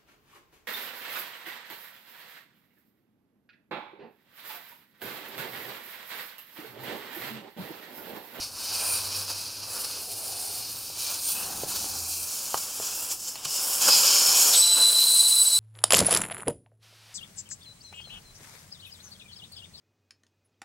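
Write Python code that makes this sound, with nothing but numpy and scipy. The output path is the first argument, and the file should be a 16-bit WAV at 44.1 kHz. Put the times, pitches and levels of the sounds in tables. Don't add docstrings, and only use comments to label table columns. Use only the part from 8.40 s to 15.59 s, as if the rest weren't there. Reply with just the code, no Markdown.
import sys
import numpy as np
from scipy import signal
from scipy.fft import rfft, irfft, next_fast_len
from scipy.io import wavfile

SR = 44100
rng = np.random.default_rng(int(sys.argv[2]) if len(sys.argv) > 2 else 0)


def unload_audio(sound):
    columns = np.transpose(np.atleast_2d(sound))
    steps = np.round(np.clip(columns, -1, 1) * 32767)
    wavfile.write(sys.argv[1], SR, steps.astype(np.int16))


N = 317079
T = np.arange(N) / SR
PADDED = next_fast_len(N, True)
FREQS = np.maximum(np.fft.rfftfreq(PADDED, 1 / SR), 1)


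# time_s, pitch_hz, level_db
HUM = [(0.0, 89.4, -58), (0.19, 94.2, -66), (0.63, 95.8, -49.5), (1.34, 103.3, -61.5), (1.9, 107, -59),
       (1.97, 97.7, -61), (2.26, 114, -59), (2.95, 88, -64.5), (3.21, 94.7, -61), (3.25, 84.6, -67),
       (3.65, 84.1, -49), (4.0, 86.5, -68)]
HUM_FADE_DB_PER_S = 52
# frequency_hz, gain_db
ROOM_TONE = [(20, -1), (45, -0.5), (90, 3), (150, -1.5), (300, 0.5), (700, -9), (2000, -42), (8000, -47)]
# time_s, level_db
ROOM_LEVEL = [(0, -57.5), (3.8, -57.5), (5.3, -59.5), (5.7, -68), (7.19, -64.5)]
# frequency_hz, gain_db
APART_COLOUR = [(40, 2), (200, -16), (600, -2.5), (1250, 6), (2400, -1), (4400, -1.5), (8100, 1),
                (16000, 1.5)]

# start_s, level_db, pitch_hz, decay_s, tick_db, tyre_boom_db
KNOCKS = [(2.5, -34, 696, 0.0004, -6, -15.5), (3.2344, -21, 490, 0.00054, -10, -16),
          (3.4433, -29, 830, 0.0003, -2, -25), (4.1435, -11, 922, 0.00028, -8.5, -30),
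          (4.1461, -24, 1155, 0.00023, -1, -22), (4.4, -24, 648, 0.00032, -14, -26),
          (4.4044, -34, 520, 0.0005, -20, -25), (4.956, -34, 900, 0.0006, 8, -17),
          (4.962, -38, 950, 0.00027, 3, -25), (5.055, -30, 960, 0.0003, 8, -11)]
# pitch_hz, level_db, decay_s
TOOL_MODES = [(1650, -17, 0.0015), (3000, -7, 0.002), (4360, -4.5, 0.0018)]
KNOCK_LOW_CUT_HZ = 90
TYRE_HZ, TYRE_DECAY_S = 151, 0.014
RIM_HZ, RIM_DB, RIM_DECAY_S = 1080, -27, 0.023

# centre_s, half_length_s, pitch_hz (at the centre), glide_hz_per_s, width_hz, level_db
POCKETS = [(1.92, 0.27, 735, 120.5, 170, -51), (1.74, 0.4, 450, -1.5, 160, -56),
           (3.16, 0.15, 765, 0, 93, -48.5), (3.26, 0.31, 230, 0.5, 300, -51.5),
           (3.56, 0.13, 780, -230, 73, -49.5), (2.3, 0.17, 14200, -700, 780, -46),
           (3.7, 0.14, 22000, 0, 750, -45)]

# time_s, level_db
FRAY = [(6.25, -58), (6.48, -46), (6.6, -30), (6.8, -29.5), (6.95, -39), (7.19, -33)]
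WHISTLE_START_S, WHISTLE_HZ, WHISTLE_FLAT_HZ, WHISTLE_SETTLE_S = 6.15, 4001, 130, 0.011
# time_s, offset_hz
WHISTLE_DRIFT = [(6.45, 1), (6.73, 8), (6.9, 0), (7.02, 0), (7.08, -16), (7.19, -12)]
# steady_db, overblown_change_db
PARTIALS = [(-21.5, -15), (-26, 7), (-40, 9.5)]
OVERBLOWN_S = 0.085
# depth (side tone relative to the partial), side_tone_offset_hz, width_hz
FLICKER = [(.33, 42, 28), (.9, -10, 60), (1.3, -40, 70)]
# time_s, change_db, half_length_s
FALTERS = [(6.27, -10, 0.0062), (6.35, -11, 0.0075), (6.388, -6, 0.015), (6.519, -23, 0.0047),
           (6.541, -18, 0.0048), (6.66, -33, 0.0069), (6.72, -4, 0.018), (6.785, -18, 0.013),
           (6.826, -21, 0.0061), (6.882, -20, 0.0033), (6.899, -16, 0.0078), (6.955, -11, 0.0083),
           (7.041, -30, 0.0095), (7.181, -9, 0.0088)]
# time_s, half_length_s, first_db, second_db, third_db
SWAYS = [(6.235, 0.016, 8, 3, 4), (6.34, 0.017, 0.5, 10.5, 4), (6.45, 0.072, 4, -0.5, -5),
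         (6.505, 0.015, -0.5, -2, 7), (6.625, 0.055, 2, -10, 12), (6.796, 0.02, 8.5, 7.5, 0),
         (7.012, 0.025, -2, 8.5, 0), (7.097, 0.03, -13, 3, 4), (7.171, 0.024, 1, 5.5, 1)]

# time_s, level_db
FLOW = [(0.01, -40), (0.46, -31.5), (1.22, -40.5), (1.57, -37), (2.54, -42), (2.6, -35.5), (3.07, -38),
        (3.38, -36.5), (5.03, -36), (5.16, -32), (5.4, -31), (5.42, -23), (5.53, -22), (5.58, -22),
        (6.14, -22.5), (6.29, -30), (6.44, -27.5), (7.19, -34)]
# time_s, change_db, half_length_s
CHOKES = [(0.11, -5, 0.057), (0.862, -3.5, 0.0056), (1.235, 3.5, 0.01), (1.679, -3.5, 0.024),
          (2.8, -1.5, 0.034), (3.264, -6, 0.017), (4.775, -5.5, 0.033), (4.82, -2, 0.021),
          (4.985, -9.5, 0.073)]
# time_s, change_db, half_length_s
SPURTS = [(0.03, 5, 0.029), (0.776, 3.5, 0.054), (0.904, 7.5, 0.018), (1.36, 1.5, 0.012),
          (1.449, 5, 0.0082), (1.52, 1.5, 0.011), (1.72, 3, 0.008), (2.7, 3, 0.032), (2.744, 5, 0.005),
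          (2.894, 4.5, 0.025), (3.13, 4, 0.0077), (3.31, 2.5, 0.024), (3.36, 6.5, 0.011),
          (4.177, 8, 0.0041), (4.462, 3.5, 0.049), (4.72, 7, 0.015), (4.884, 7, 0.01),
          (5.054, 10.5, 0.0066), (5.369, -1.5, 0.0053), (5.487, 6.5, 0.006), (6.015, 0, 0.022),
          (6.138, 2.5, 0.011)]
SPURT_TREBLE_SHARE = 0.88
# time_s, change_db, half_length_s
PUFF = (5.487, 5.1, 0.035)
# change_centre_s, change_length_s, top_octave_db, rush_db (both over the hiss)
STAGES = [(0.0, 0.092, -1, -15.5), (2.548, 0.72, 4, -16.5), (3.852, 1, 0, -16), (5.41, 0.14, -0.5, -16.5),
          (6.153, 0.059, 1, -16.5)]
# time_s, half_length_s, top_octave_change_db, low_mode_change_db, high_mode_change_db, rush_change_db
GRAZES = [(0.4, 0.067, 4, 9, 12, 3), (0.53, 0.066, 6.5, 11, 19.5, 3), (1.365, 0.096, 6, 5, 9, 6.5),
          (1.714, 0.06, 1, -19, -6, -6.5), (2.05, 0.31, 8, -11, 13, 0), (2.713, 0.044, -2, 7, -10, 3),
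          (2.873, 0.089, 2, -7.5, 17, -4), (2.992, 0.098, 5, 16, 2, 4), (3.158, 0.3, -1.5, 0, 2, 4.5),
          (3.6, 0.13, -1.5, 0.5, -3.5, 0), (3.764, 0.094, 2, 5, -3.5, -4.5), (4.614, 0.13, 2.5, 4, 5, 1),
          (4.835, 0.094, 0, -8, -4, -5.5), (5.003, 0.052, -0.5, 2, 0, 5.5), (5.305, 0.084, 4.5, -1, 6, 3),
          (6.043, 0.098, 3, -23, -8, 1), (6.213, 0.088, 0.5, -1, -2, -1), (6.388, 0.042, 3.5, 8, 5, 6.5),
          (6.928, 0.39, 8.5, -1, 20.5, -1.5)]

# frequency_hz, gain_db
RUSH_COLOUR = [(100, -17), (190, -9), (280, -5), (360, -6.5), (480, 0.5), (680, 0), (950, 3), (1550, -0.5),
               (1800, -7.5), (2100, -13)]
# frequency_hz, gain_db
PIN_PRESSED = [(1120, -51), (1900, -19), (2150, -15.5), (2480, -5), (3420, -7.5), (3750, -5), (4280, 4),
               (4930, 5.5), (6620, -3), (7500, -11.5), (7980, -14), (9120, -13.5), (9890, -12.5),
               (13200, -20.5), (14800, -16), (16000, -31)]
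# frequency_hz, gain_db
CORE_TURNING = [(1900, -27), (2150, -19), (2500, -8), (2850, -9), (3400, -7), (3800, -6), (4200, 2),
                (5400, 1), (7000, 1), (7980, -2.5), (8730, 2), (10400, -0.5), (13300, -5), (14400, 2),
                (15700, -9)]
# frequency_hz, gain_db
CORE_LOOSE = [(1950, -27), (2280, -17), (2700, -9.5), (3300, -9.5), (3900, -13), (4700, -4.5), (5330, -0.5),
              (6270, -3.5), (6900, 0), (7700, 0.5), (8450, -6), (10200, -3), (11200, -9.5), (12100, -5),
              (15700, -10)]
# frequency_hz, gain_db
CORE_OUT = [(1950, -20), (2480, -5), (3220, -2), (3850, -9), (4400, 2), (4750, -2.5), (5200, 4.5),
            (6110, -2), (6800, 6), (7600, -2.5), (8420, -10.5), (11200, -12.5), (12100, -11.5),
            (15700, -19.5)]
# frequency_hz, gain_db
STEM_OPEN = [(2000, -18.5), (2350, -16), (2750, -9), (3600, -6.5), (4200, -1.5), (4650, -1.5), (5200, 0),
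             (6000, -6), (7400, -1), (8400, 2.5), (9100, 7.5), (10000, 1.5), (11300, -2.5), (12000, -2),
             (12700, -7), (15700, -11.5)]
HISS_BAND, BRIGHT_BAND, RUSH_BAND = (4300, 7600), (8400, 15500), (900, 1600)
# time_s, change_db
LOWER_HISS = [(0.2, 0), (0.9, 0), (1.15, 0), (2.2, 1), (2.75, 2), (3.3, 1.5), (3.6, -5.5), (4.1, 1),
              (4.72, 0), (4.78, -3), (4.92, -3), (4.98, 9), (5.1, 1.5), (6.1, -2), (6.35, 0.5), (6.6, -1),
              (7.19, -3.5)]
LOWER_HISS_TOP_HZ = 4000
# time_s, low_mode_hz, high_mode_hz
HOLLOW = [(0.3, 2570, 9020), (0.6, 2518, 9100), (1.4, 2630, 9900), (1.75, 2620, 9500), (2.2, 2582, 8560),
          (2.7, 2540, 8800), (3.002, 2743, 8800), (3.55, 2525, 9460), (3.9, 2570, 9920), (5.3, 2936, 9440),
          (6.4, 2780, 9200), (6.7, 2770, 8940), (7.19, 2860, 9300)]
# width_hz, resting_level_over_hiss_db
HOLLOW_MODES = [(300, -20), (560, -16)]
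# time_s, pitch_hz, level_over_hiss_db
STEM_RING = [(4.5, 5350, -18), (5.15, 5300, -2), (5.42, 5170, -11), (5.52, 5090, 5), (5.62, 5100, -3),
             (5.8, 5260, -0.5), (6.05, 5520, -9), (6.25, 5540, -4), (6.5, 5200, -37)]
TOP_HZ = 15900


def undb(db):
    return 10 ** (np.asarray(db) / 20)


def unit(x):
    return x / np.sqrt(np.mean(np.abs(x) ** 2))


def curves(table):
    s, *columns = np.transpose(table)
    return [np.interp(T, s, column) for column in columns]


def bumps(table):
    out = np.zeros(N)
    for s, db, length in table:
        near = slice(*np.searchsorted(T, [s - 4 * length, s + 4 * length]))
        out[near] += db * np.exp(-((T[near] - s) / length) ** 2)
    return out


def filtered(x, gain):
    return irfft(rfft(x, PADDED) * gain, PADDED)[:N]


def colour(points):
    hz, db = np.transpose(points)
    skirts = np.minimum(FREQS / hz[0], 1) ** 4 * np.minimum(hz[-1] / FREQS, 1) ** 8
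    return undb(np.interp(np.log(FREQS), np.log(hz), db)) * skirts


def noise(gain, band=(0, SR)):
    inside = (FREQS >= band[0]) & (FREQS <= band[1])
    return filtered(rng.standard_normal(PADDED), gain) / np.sqrt(np.mean(gain ** 2 * inside))


def walk(rate_hz):
    return noise(1 / (1 + (FREQS / rate_hz) ** 2))


def resonant_noise(hz, width_hz):
    gain = 1 / (1 + (FREQS / width_hz) ** 2) ** 2
    carrier = np.exp(2j * np.pi * np.cumsum(hz * np.ones(N)) / SR)
    return unit(np.real((noise(gain) + 1j * noise(gain)) * carrier))


def background(side_db=-9):
    waver_db = 2.8
    hz, db = curves(HUM)
    fade_db = HUM_FADE_DB_PER_S * np.maximum(T - HUM[-1][0], 0)
    hum = unit(np.sin(2 * np.pi * np.cumsum(hz) / SR))
    hum = hum * undb(db - fade_db + waver_db * walk(19))
    gain = colour(ROOM_TONE)
    tone = noise(gain) + undb(side_db) * noise(gain) * np.array([[1], [-1]])
    return hum + undb(curves(ROOM_LEVEL)[0]) * tone


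def garage(x, wet_db, apart_db, t60=0.16):
    t = T[:SR // 2]
    decay = np.exp(-np.log(1000) * t / t60)
    tails = rng.standard_normal((2, len(t))) * decay * (t > 0.002)
    common, apart = (signal.fftconvolve(x, tail / np.sqrt(np.sum(tail ** 2)))[:N] for tail in tails)
    apart = filtered(apart, colour(APART_COLOUR)) * np.array([[1], [-1]])
    return (x + undb(wet_db) * common + undb(apart_db) * apart) / np.sqrt(1 + undb(2 * wet_db))


def damped_sine(t, hz, decay_s):
    return np.sin(2 * np.pi * hz * t) * np.exp(-t / decay_s)


def knocks(tick_s=0.00037):
    out = np.zeros(N)
    t = T[:SR // 10]
    boom = damped_sine(t, TYRE_HZ, TYRE_DECAY_S)
    rim = undb(RIM_DB) * damped_sine(t, RIM_HZ, RIM_DECAY_S)
    tool = sum(undb(db) * damped_sine(t, hz, decay) for hz, db, decay in TOOL_MODES)
    for s, db, hz, decay, tick_db, boom_db in KNOCKS:
        start = int(s * SR)
        thud = t ** 2 * damped_sine(t, hz, decay)
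        thud = thud / np.abs(thud).max()
        tick = rng.standard_normal(len(t)) * np.exp(-t / tick_s) + tool
        knock = thud + rim + undb(tick_db) * tick + undb(boom_db) * boom
        out[start:start + len(t)] += undb(db) * knock
    low_cut = signal.butter(2, KNOCK_LOW_CUT_HZ, "high", fs=SR, output="sos")
    return signal.sosfilt(low_cut, out)


def pockets():
    out = 0
    for s, length, hz, glide, width, db in POCKETS:
        swell = np.exp(-((T - s) / length) ** 4 / 2)
        out = out + resonant_noise(hz + glide * (T - s), width) * undb(db) * swell
    return out


def chiff(s=6.149, length=0.02, hz=3800, width_hz=900, db=-24.5):
    return resonant_noise(hz, width_hz) * undb(db) * np.exp(-((T - s) / length) ** 2)


def fray(hz=4150, width_hz=250):
    return resonant_noise(hz, width_hz) * undb(curves(FRAY)[0]) * (T > WHISTLE_START_S)


def whistle(attack_s=0.0071):
    waver_hz, skirt = 4.5, 0.085
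    age = np.maximum(T - WHISTLE_START_S, 0)
    hz = WHISTLE_HZ - WHISTLE_FLAT_HZ * np.exp(-age / WHISTLE_SETTLE_S)
    hz = hz + curves(WHISTLE_DRIFT)[0] + waver_hz * walk(28)
    overblown = np.exp(-(age / OVERBLOWN_S) ** 4)
    out = 0
    for k, ((steady_db, overblown_db), (depth, offset, width)) in enumerate(zip(PARTIALS, FLICKER)):
        falter_db = bumps(FALTERS) if k == 0 else 0
        sway_db = bumps([(s, changes[k], length) for s, length, *changes in SWAYS])
        db = steady_db + overblown_db * overblown + falter_db + sway_db
        phase = 2 * np.pi * np.cumsum((k + 1) * hz) / SR
        beating = unit(walk(width) + 1j * walk(width)) * np.exp(2j * np.pi * offset * T)
        swirl = 1 + depth * beating + skirt * (walk(264) + 1j * walk(286))
        out = out + unit(np.real(swirl * np.exp(1j * phase))) * undb(db)
    return out * np.clip(age / attack_s, 0, 1)


def stage_shares():
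    changes = [np.clip((T - s) / length + 0.5, 0, 1) for s, length, _, _ in STAGES[1:]]
    opened = [1] + changes + [0]
    return np.array([np.maximum(now - after, 0) for now, after in zip(opened, opened[1:])])


def grazing():
    return [bumps([(s, changes[k], length) for s, length, *changes in GRAZES]) for k in range(4)]


def flow_level():
    return curves(FLOW)[0] + bumps(CHOKES)


def rush(buffet_db=0.94, choke_share=0.79, spurt_share=0.99):
    flow_db = curves(FLOW)[0] + choke_share * bumps(CHOKES) + spurt_share * bumps(SPURTS)
    stage_db = sum(share * db for share, (*_, db) in zip(stage_shares(), STAGES))
    graze_db = grazing()[-1]
    db = flow_db + stage_db + graze_db + bumps([PUFF]) + buffet_db * walk(48)
    return noise(colour(RUSH_COLOUR), RUSH_BAND) * undb(db)


def stem_ring(width_hz=330):
    wobble_hz = 90
    hz, db = curves(STEM_RING)
    hz = hz + wobble_hz * walk(14)
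    band = (walk(width_hz) + 1j * walk(width_hz)) * np.exp(2j * np.pi * np.cumsum(hz) / SR)
    return unit(band.real) * undb(db)


def hiss(split_hz=8000, flutter_db=0.55, sputter_db=0.65, drift_db=1.22, body_db=-0.93, top_db=-3.0):
    graze_db, low_mode_db, high_mode_db, _ = grazing()
    spurt_db = bumps(SPURTS)
    upper = 1 / (1 + (split_hz / FREQS) ** 20)
    passages = [PIN_PRESSED, CORE_TURNING, CORE_LOOSE, CORE_OUT, STEM_OPEN]
    body, top = 0, 0
    for passage, share, (_, _, bright_db, _) in zip(passages, np.sqrt(stage_shares()), STAGES):
        gain = colour(passage)
        body = body + share * noise(gain * np.sqrt(1 - upper), HISS_BAND)
        top = top + share * noise(gain * np.sqrt(upper), BRIGHT_BAND) * undb(bright_db)
    body = body * undb(body_db + spurt_db + drift_db * walk(5.3))
    top = top * undb(top_db + graze_db + SPURT_TREBLE_SHARE * spurt_db + drift_db * walk(11))
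    air = body + top
    lower = filtered(air, 1 / (1 + (FREQS / LOWER_HISS_TOP_HZ) ** 20))
    air = air + lower * (undb(curves(LOWER_HISS)[0]) - 1)
    mode_changes = (low_mode_db, high_mode_db)
    for hz, (width, rest_db), change_db in zip(curves(HOLLOW), HOLLOW_MODES, mode_changes):
        air = air + resonant_noise(hz, width) * undb(rest_db + change_db)
    return (air + stem_ring()) * undb(flow_level() + flutter_db * walk(33) + sputter_db * walk(270))


def off_hands(x):
    lags_s, gain, sway = (0.0013, 0.0027, 0.0046, 0.0071), 0.18, 0.03
    echoes = sum(np.interp(T - lag * (1 + sway * walk(0.87)), T, x) for lag in lags_s)
    return (x + gain * echoes) / np.sqrt(1 + len(lags_s) * gain ** 2)


def scene():
    jet = off_hands(hiss()) + rush() + pockets() + chiff() + fray()
    air = garage(jet, wet_db=-14.5, apart_db=-17.5)
    tone = garage(whistle(), wet_db=-28, apart_db=-23)
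    taps = garage(knocks(), wet_db=-10, apart_db=-17)
    return background() + taps + tone + air


def record(dry, balance_db=0.13):
    sound = dry * undb([[-balance_db], [balance_db]])
    top_cut = signal.ellip(10, 0.1, 80, TOP_HZ, fs=SR, output="sos")
    return signal.sosfilt(top_cut, sound)


dry = scene()
out = record(dry)
unload_audio(out)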